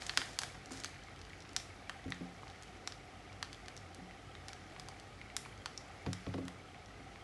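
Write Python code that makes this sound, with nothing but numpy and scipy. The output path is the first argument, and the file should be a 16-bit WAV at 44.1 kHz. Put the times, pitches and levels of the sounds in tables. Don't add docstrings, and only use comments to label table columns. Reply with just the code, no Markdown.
import sys
import numpy as np
from scipy import signal
from scipy.fft import rfft, irfft, next_fast_len
from scipy.io import wavfile
from scipy.ndimage import uniform_filter1d

SR = 44100
rng = np.random.default_rng(int(sys.argv[2]) if len(sys.argv) > 2 else 0)


def inscribe(sig):
    pcm = np.round(np.clip(np.atleast_2d(sig).T, -1, 1) * 32767)
    wavfile.write(sys.argv[1], SR, pcm.astype(np.int16))


N = 318842

# frequency_hz, density_db
FLAME_SPECTRUM = [(88, -45), (150, 1), (419, -0.5), (627, -4), (739, 2), (973, -10), (1240, -4.5),
                  (1720, -9.5), (2180, -10), (2570, -10.5), (5660, -19.5), (10400, -29), (12000, -33),
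                  (15600, -71), (22000, -120)]
# frequency_hz, width_hz, level_db
ROOM_HUM = [(52, 17, -63), (94.7, 30, -60.5), (134.6, 12.4, -66.5), (178, 55, -72.5), (285, 33, -73.5)]
# time_s, level_db
FIZZ_LEVEL = [(0.9, -60.5), (1.27, -62.5), (1.66, -63), (2.59, -62), (3.26, -67), (3.58, -63),
              (4.16, -66.5), (4.87, -61), (5.26, -67), (5.5, -63), (6.29, -59.5), (6.45, -69), (7.23, -67)]
# frequency_hz, gain_db
FIZZ_SPECTRUM = [(600, -18), (1200, -8), (2000, -2), (3000, -11.5), (5000, -6), (7000, -10), (9000, -16.5),
                 (12000, -13)]
# frequency_hz, t60_s, rate_per_s, level_db
BOWL_MODES = [(755.4, 0.073, 35, -65.5), (1273, 0.098, 50, -72), (1971, 0.032, 56, -71),
              (2227, 0.027, 50, -69.5), (3100, 0.012, 29, -76)]
# start_s, length_s, level_db
STROKES = [
    (.001, 0.16, -51),
    (.17, 0.17, -52.5),
    (0.409, 0.079, -53),
    (0.705, 0.09, -51),
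    (.83, .05, -64),
]
# frequency_hz, gain_db
RUB_SPECTRUM = [(150, 2.5), (300, -0.5), (700, 2), (1200, -2.5), (2000, 0), (3000, -4), (5000, -1),
                (7000, -3.5), (9000, -9), (12000, -16)]
# start_s, peak_db, crack_hz, deep_db, bowl_db
MUFFLED_POPS = [
    (0.0206, -30, 5130, -18, 5),
    (.0952, -20.5, 4400, -9, -1),
    (0.137, -39, 3320, 8, 8),
    (.217, -25.5, 3430, 1.5, 2),
    (.8587, -31.5, 4380, -20, -16),
    (2.1218, -24.5, 3970, -0.5, 5.5),
    (2.9225, -32.5, 5130, -10, -8),
    (3.7765, -36, 5460, -7, -39),
    (4.3521, -38, 3760, -5, 0),
    (5.777, -27, 5370, -21, -46),
]
# start_s, peak_db, crack_hz, deep_db, bowl_db
WET_POPS = [(0.1743, -11, 5010, -2.5, -0.5), (0.6592, -36.5, 5730, -8, -25), (0.8373, -31, 4320, -15, -8),
            (1.5645, -15, 5570, -10, -11), (1.8957, -27, 3100, 4.5, 3.5), (2.6247, -38.5, 6720, -1, -23),
            (2.875, -23.5, 5660, -0.5, -5), (3.4277, -24.5, 4510, 2, -0.5), (3.53, -33.5, 4740, -26, -5),
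            (4.491, -38, 4440, -5, 1), (4.532, -34.5, 6030, 3, -1), (5.46, -38, 4780, 18, 1),
            (5.6592, -26, 4560, 4.5, -2)]
# start_s, peak_db, crack_hz, deep_db, bowl_db
DRY_POPS = [(.0665, -27.5, 6600, -15, -7), (.3891, -15.5, 4830, -8, -10.5), (.4344, -26.5, 3530, 2, -1.5),
            (0.7083, -41, 7200, 15, 0), (0.7208, -32.5, 6800, -19, -22), (.8018, -33.5, 6800, -20, -10),
            (.8456, -24, 6440, -2, -2.5), (1.6, -37.5, 4310, -17, 1), (3.6833, -32.5, 4640, -9, 5),
            (3.7664, -36, 6100, -21, -11), (4.4841, -30, 5340, -6, -7), (4.7977, -32, 4930, -3, -9),
            (4.8865, -31.5, 4690, 4.5, -14), (4.9989, -39.5, 4610, -20, -7),
            (6.1316, -25.5, 5450, -3, -4.5), (6.4818, -34, 3320, 1, 1)]
# start_s, peak_db, crack_hz, deep_db, bowl_db
SNAPS = [
    (0.4176, -27.5, 6030, 7, -1),
    (1.5324, -42, 4570, -11, -10),
    (2.1045, -35.5, 6070, -18, -12),
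    (2.6334, -41, 4740, -13, 0),
    (3.9471, -37.5, 4160, -14, -16),
    (5.3664, -17.5, 5500, -5, -7.5),
    (6.4531, -44, 5860, -10, -5),
]
# start_s, peak_db, crack_hz
SPITS = [(.1515, -41.5, 5600), (0.168, -41, 3270), (.5214, -44, 4090), (.774, -38, 6100),
         (.8098, -44, 7670), (1.037, -44, 5930), (1.162, -45, 3190), (1.192, -45, 5640),
         (1.2155, -38.5, 4630), (1.251, -43, 4420), (1.2977, -46, 3160), (1.4049, -40.5, 5680),
         (1.4229, -43, 5600), (1.4927, -41, 5200), (2.042, -45, 3500), (2.145, -44, 6500),
         (2.4804, -42, 4610), (2.5002, -41.5, 3920), (3.329, -44, 5430), (3.447, -42, 4000),
         (3.546, -41, 3300), (3.6601, -43, 5040), (4.7215, -48, 3190), (5.5778, -46.5, 6500),
         (6.86, -44, 5640)]
# deep_db, bowl_db, edge_db
SPIT_SPECTRUM = (-13, -13, -24)
# start_s, peak_db, deep_db
PLOPS = [(0.5526, -43, 1), (.9426, -43, -11), (.9607, -46, -12), (1.085, -43, 1), (1.3332, -40, -27),
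         (1.7012, -44, -14), (2.4325, -41, 23.5), (2.471, -41, 1), (3.322, -43, 5), (4.11, -41, -11),
         (4.7635, -40, 0), (5.2148, -36.5, -37), (5.301, -40, -24), (5.4516, -39.5, -13), (5.913, -47, -13),
         (6.7458, -45, -15), (7.159, -39.5, 0)]
# delay_s, level_db
PAN_ECHOES = [(.0013, -60), (.0044, -14), (.0064, -22), (0.012, -38)]
# frequency_hz, t60_s
KITCHEN_DECAY = [(500, 0.14), (1200, 0.36), (2500, 0.47), (5500, 0.31), (11000, 0.5)]
# start_s, deep_db, middle_db, upper_db, tick_db
KNOCKS = [(.168, -58, -59, -48.5, -51), (.285, -62, -56.5, -53.5, -74), (0.545, -71, -52.5, -74, -53.5),
          (.709, -60, -56, -44, -66), (2.054, -37, -50.5, -41, -76), (2.080, -38.5, -46, -65, -53.5),
          (2.205, -65.5, -39.5, -42, -63.5), (3.98, -47, -57, -51.5, -88), (4.008, -76, -49, -56, -87),
          (4.249, -45, -56, -73, -59), (6.063, -30.5, -34, -37.5, -42.5),
          (6.2653, -36, -38.5, -39.5, -48.5), (6.3394, -41, -41.5, -38.5, -43.5),
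          (6.380, -46, -59, -38.5, -50.5), (6.429, -43.5, -44.5, -47, -67), (6.989, -71.5, -52, -52.5, -63)]
# frequency_hz, level_db, t60_s
HOB_MODES = [(96.9, -2, 0.49), (134, 1.5, 0.24), (180, -0.5, 0.54), (262, -10, 0.43), (267.2, -1.5, 0.43),
             (291.5, -2.5, 0.12), (334, -5.5, 0.17), (400, -3.5, 0.13), (517, -5.5, 0.096),
             (561, -8.5, 0.16), (617, -35, 0.048), (730, -9.5, 0.055), (900, 10.5, 0.0053),
             (1107, -14, 0.1), (1310, -25, 0.022)]
# low_hz, high_hz
MIC_BAND = (38, 11780)


def gain_of(db):
    return 10 ** (np.asarray(db) / 20)


def evened(x):
    return x / np.sqrt(np.mean(x ** 2) + 1e-20)


def read(points, hz):
    f, value = np.transpose(points)
    return np.interp(np.log(hz + 1), np.log(f + 1), value)


def add(mix, s, sound):
    part = mix[round(s * SR):][:len(sound)]
    part += sound[:len(part)]


def coloured(x, points):
    size = next_fast_len(len(x))
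    response = gain_of(read(points, np.fft.rfftfreq(size, 1 / SR)))
    return irfft(rfft(x, size) * response, size)[:len(x)]


def ring(t, hz, t60, rise, phase=0):
    return (1 - np.exp(-t / rise)) * gain_of(-60 * t / t60) * np.sin(2 * np.pi * hz * t + phase)


def random_bubbles(per_s, spread_db, largest):
    size = gain_of(spread_db * np.minimum(rng.exponential(1, N), largest))
    return size * (rng.random(N) < per_s / SR)


def burner():
    frames, hz = N // 256 + 5, np.fft.rfftfreq(1024, 1 / SR)
    real, imaginary, patches = rng.standard_normal((3, 513, frames))
    patches = uniform_filter1d(patches, size=5, axis=0)
    patches = evened(uniform_filter1d(patches, size=12, axis=1))
    patchy_db = 1.05
    z = (real + 1j * imaginary) * gain_of(read(FLAME_SPECTRUM, hz)[:, None] + patchy_db * patches)
    return gain_of(-56.5) * evened(signal.istft(z, nperseg=1024, noverlap=768)[1][:N])


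def hum():
    hz, out = np.fft.rfftfreq(N, 1 / SR), np.zeros(N)
    for f, width, db in ROOM_HUM:
        band = rfft(rng.standard_normal(N)) / (1 + (2 * (hz - f) / width) ** 4)
        fuzzy = np.fft.ifft(band, N)
        envelope = abs(fuzzy) / np.sqrt(np.mean(abs(fuzzy) ** 2))
        out += gain_of(db) * evened(fuzzy.real / envelope ** 0.2)
    return out


def fizz():
    size = random_bubbles(4000, 3.0, 5)
    out, kind, t = np.zeros(N), rng.integers(0, 8, size=N), np.arange(128) / SR
    for k, hz in enumerate(np.geomspace(1500, 10000, 8)):
        bubble = ring(t, hz, 10 / hz, .00005) * np.sqrt(hz)
        out += signal.oaconvolve(size * (kind == k), bubble)[:N]
    s, db = np.transpose(FIZZ_LEVEL)
    trim_db = -2
    return evened(coloured(out, FIZZ_SPECTRUM)) * gain_of(trim_db + np.interp(np.arange(N) / SR, s, db))


def simmer():
    out, t = np.zeros(N), np.arange(2500) / SR
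    for hz, t60, per_s, db in BOWL_MODES:
        size = random_bubbles(per_s, 3, 4)
        rings = np.zeros(N)
        for place, tuning in enumerate((.97, 1.03)):
            here = size * (np.arange(N) % 2 == place)
            rings += signal.oaconvolve(here, ring(t, hz * tuning, t60, 0.0034))[:N]
        out += gain_of(db) * evened(rings)
    return out


def stir():
    grain = evened(uniform_filter1d(rng.standard_normal(N), size=120))
    rub = evened(coloured(rng.standard_normal(N) * gain_of(2.0 * grain), RUB_SPECTRUM))
    rise_s, sag_db, t60_s = 0.0083, -4, 0.42
    out = np.zeros(N)
    for start, length, db in STROKES:
        t = np.arange(0, length + t60_s, 1 / SR)
        level = db + sag_db * np.minimum(t / length, 1) - 60 * np.maximum(t - length, 0) / t60_s
        add(out, start, np.minimum(t / rise_s, 1) * gain_of(level))
    return out * rub


def pop(db, crack_hz, deep_db, bowl_db, edge_db):
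    hz = np.fft.rfftfreq(512, 1 / SR)
    dip_db = 0.38 * bowl_db - 4 * (crack_hz > 3000)
    shape = [(400, deep_db - 31), (750, deep_db - 3), (1150, deep_db), (1800, bowl_db),
             (np.sqrt(1900 * crack_hz) - 60, dip_db),
             (crack_hz, 0.12 * bowl_db - 1.0), (crack_hz, 0),
             (1.028 * crack_hz, 0.09 * edge_db - 1.5), (10200, edge_db), (13000, edge_db - 9.5)]
    late = 2 * np.pi * (1.157 * np.log(hz / 6000 + 0.013) + hz * 40 / SR)
    wall_s = round(.00057 * crack_hz) / crack_hz
    wall = 1 + gain_of(-10) * np.exp(-2j * np.pi * hz * wall_s)
    burst = irfft(wall * gain_of(read(shape, hz)) * np.exp(-1j * late))[:256]
    return gain_of(db) * burst / abs(burst).max()


def pan_paths():
    t = np.arange(700) / SR
    scatter_db, scatter_t60_s = -15.5, 0.018
    sparse = (rng.random(700) > .8) * rng.choice([-1., 1.], 700)
    path = gain_of(scatter_db - 60 * t / scatter_t60_s) * sparse * (t > .0006)
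    path[0] = 1
    for s, echo_db in PAN_ECHOES:
        path[round(s * rng.uniform(.93, 1.07) * SR)] += gain_of(echo_db)
    return path


def pops():
    plop_hz, plop_bowl_db, plop_edge_db = 2200, -12, -41
    rows = [(*row, -31) for row in MUFFLED_POPS]
    rows += [(*row, -19) for row in WET_POPS]
    rows += [(*row, -14) for row in DRY_POPS]
    rows += [(*row, -8.5) for row in SNAPS]
    rows += [(*row, *SPIT_SPECTRUM) for row in SPITS]
    rows += [(s, db, plop_hz, deep, plop_bowl_db, plop_edge_db) for s, db, deep in PLOPS]
    near, sent = np.zeros((2, N))
    peak_s = .0011
    for s, *row in rows:
        burst = pop(*row)
        add(sent, s - peak_s, burst)
        add(near, s - peak_s, np.convolve(burst, pan_paths()))
    return near, sent


def kitchen(x):
    taps = np.zeros(SR // 2)
    at = np.arange(260, len(taps) - 20, 20)
    taps[at + rng.integers(0, 20, len(at))] = rng.choice([-1., 1.], len(at))
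    hz, t, z = signal.stft(taps, SR, nperseg=256)
    decay = gain_of(-60 * t / read(KITCHEN_DECAY, hz)[:, None])
    tail = signal.istft(z * decay, SR, nperseg=256)[1]
    return gain_of(-8.5) * signal.fftconvolve(x, tail / np.linalg.norm(tail))[:N]


def knocks():
    out, t = np.zeros(N), np.arange(SR // 3) / SR
    damping = .8
    place_db, rattle_db, rattle_t60_s = 2, -9, 0.26
    for s, deep, middle, upper, tick_db in KNOCKS:
        high = upper + 0.44 * (tick_db - max(deep, middle, upper) + 12)
        share = [(110, deep), (180, middle), (270, upper), (450, high)]
        body = np.zeros(len(t))
        for hz, mode_db, t60 in HOB_MODES:
            place = rng.random()
            level = mode_db + read(share, hz) + place_db * np.sin(40 * place)
            body += gain_of(level) * ring(t, hz * (.99 + 0.018 * place), damping * t60, 0.42 / hz)
        thud = gain_of(high + 14.0) * ring(t, 440, 0.0063, .0002, np.pi)
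        plastic = [(700, -3), (1800, -0.5), (5000, -10.5), (11000, -37)]
        tick = coloured(rng.standard_normal(len(t)), plastic)
        tick *= gain_of(tick_db + 12.5 - 60 * t / 0.04)
        stand = [(150, -38), (300, 10.5), (600, 2), (1200, -30)]
        loose = evened(coloured(rng.standard_normal(len(t)), stand))
        body += gain_of(upper + rattle_db - 60 * t / rattle_t60_s) * np.minimum(t / 0.0047, 1) * loose
        add(out, s, tick)
        add(out, s + 0.00377, gain_of(-1.0) * (body + thud))
    return out


def scene():
    steady = burner() + hum() + fizz() + simmer()
    near, sent = pops()
    return (steady + stir() + near + kitchen(sent) + knocks())[None]


def top_cut(x):
    return signal.sosfilt(signal.butter(12, 12510, fs=SR, output="sos"), x)


def record(dry):
    low_cut = signal.butter(4, MIC_BAND[0], "high", fs=SR, output="sos")
    x = signal.sosfilt(low_cut, dry)
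    high_cut = signal.firwin(121, MIC_BAND[1], window=("kaiser", 8), fs=SR)
    mix = signal.oaconvolve(x, high_cut[None], "same")
    return top_cut(mix)


dry = scene()
out = record(dry)
inscribe(out)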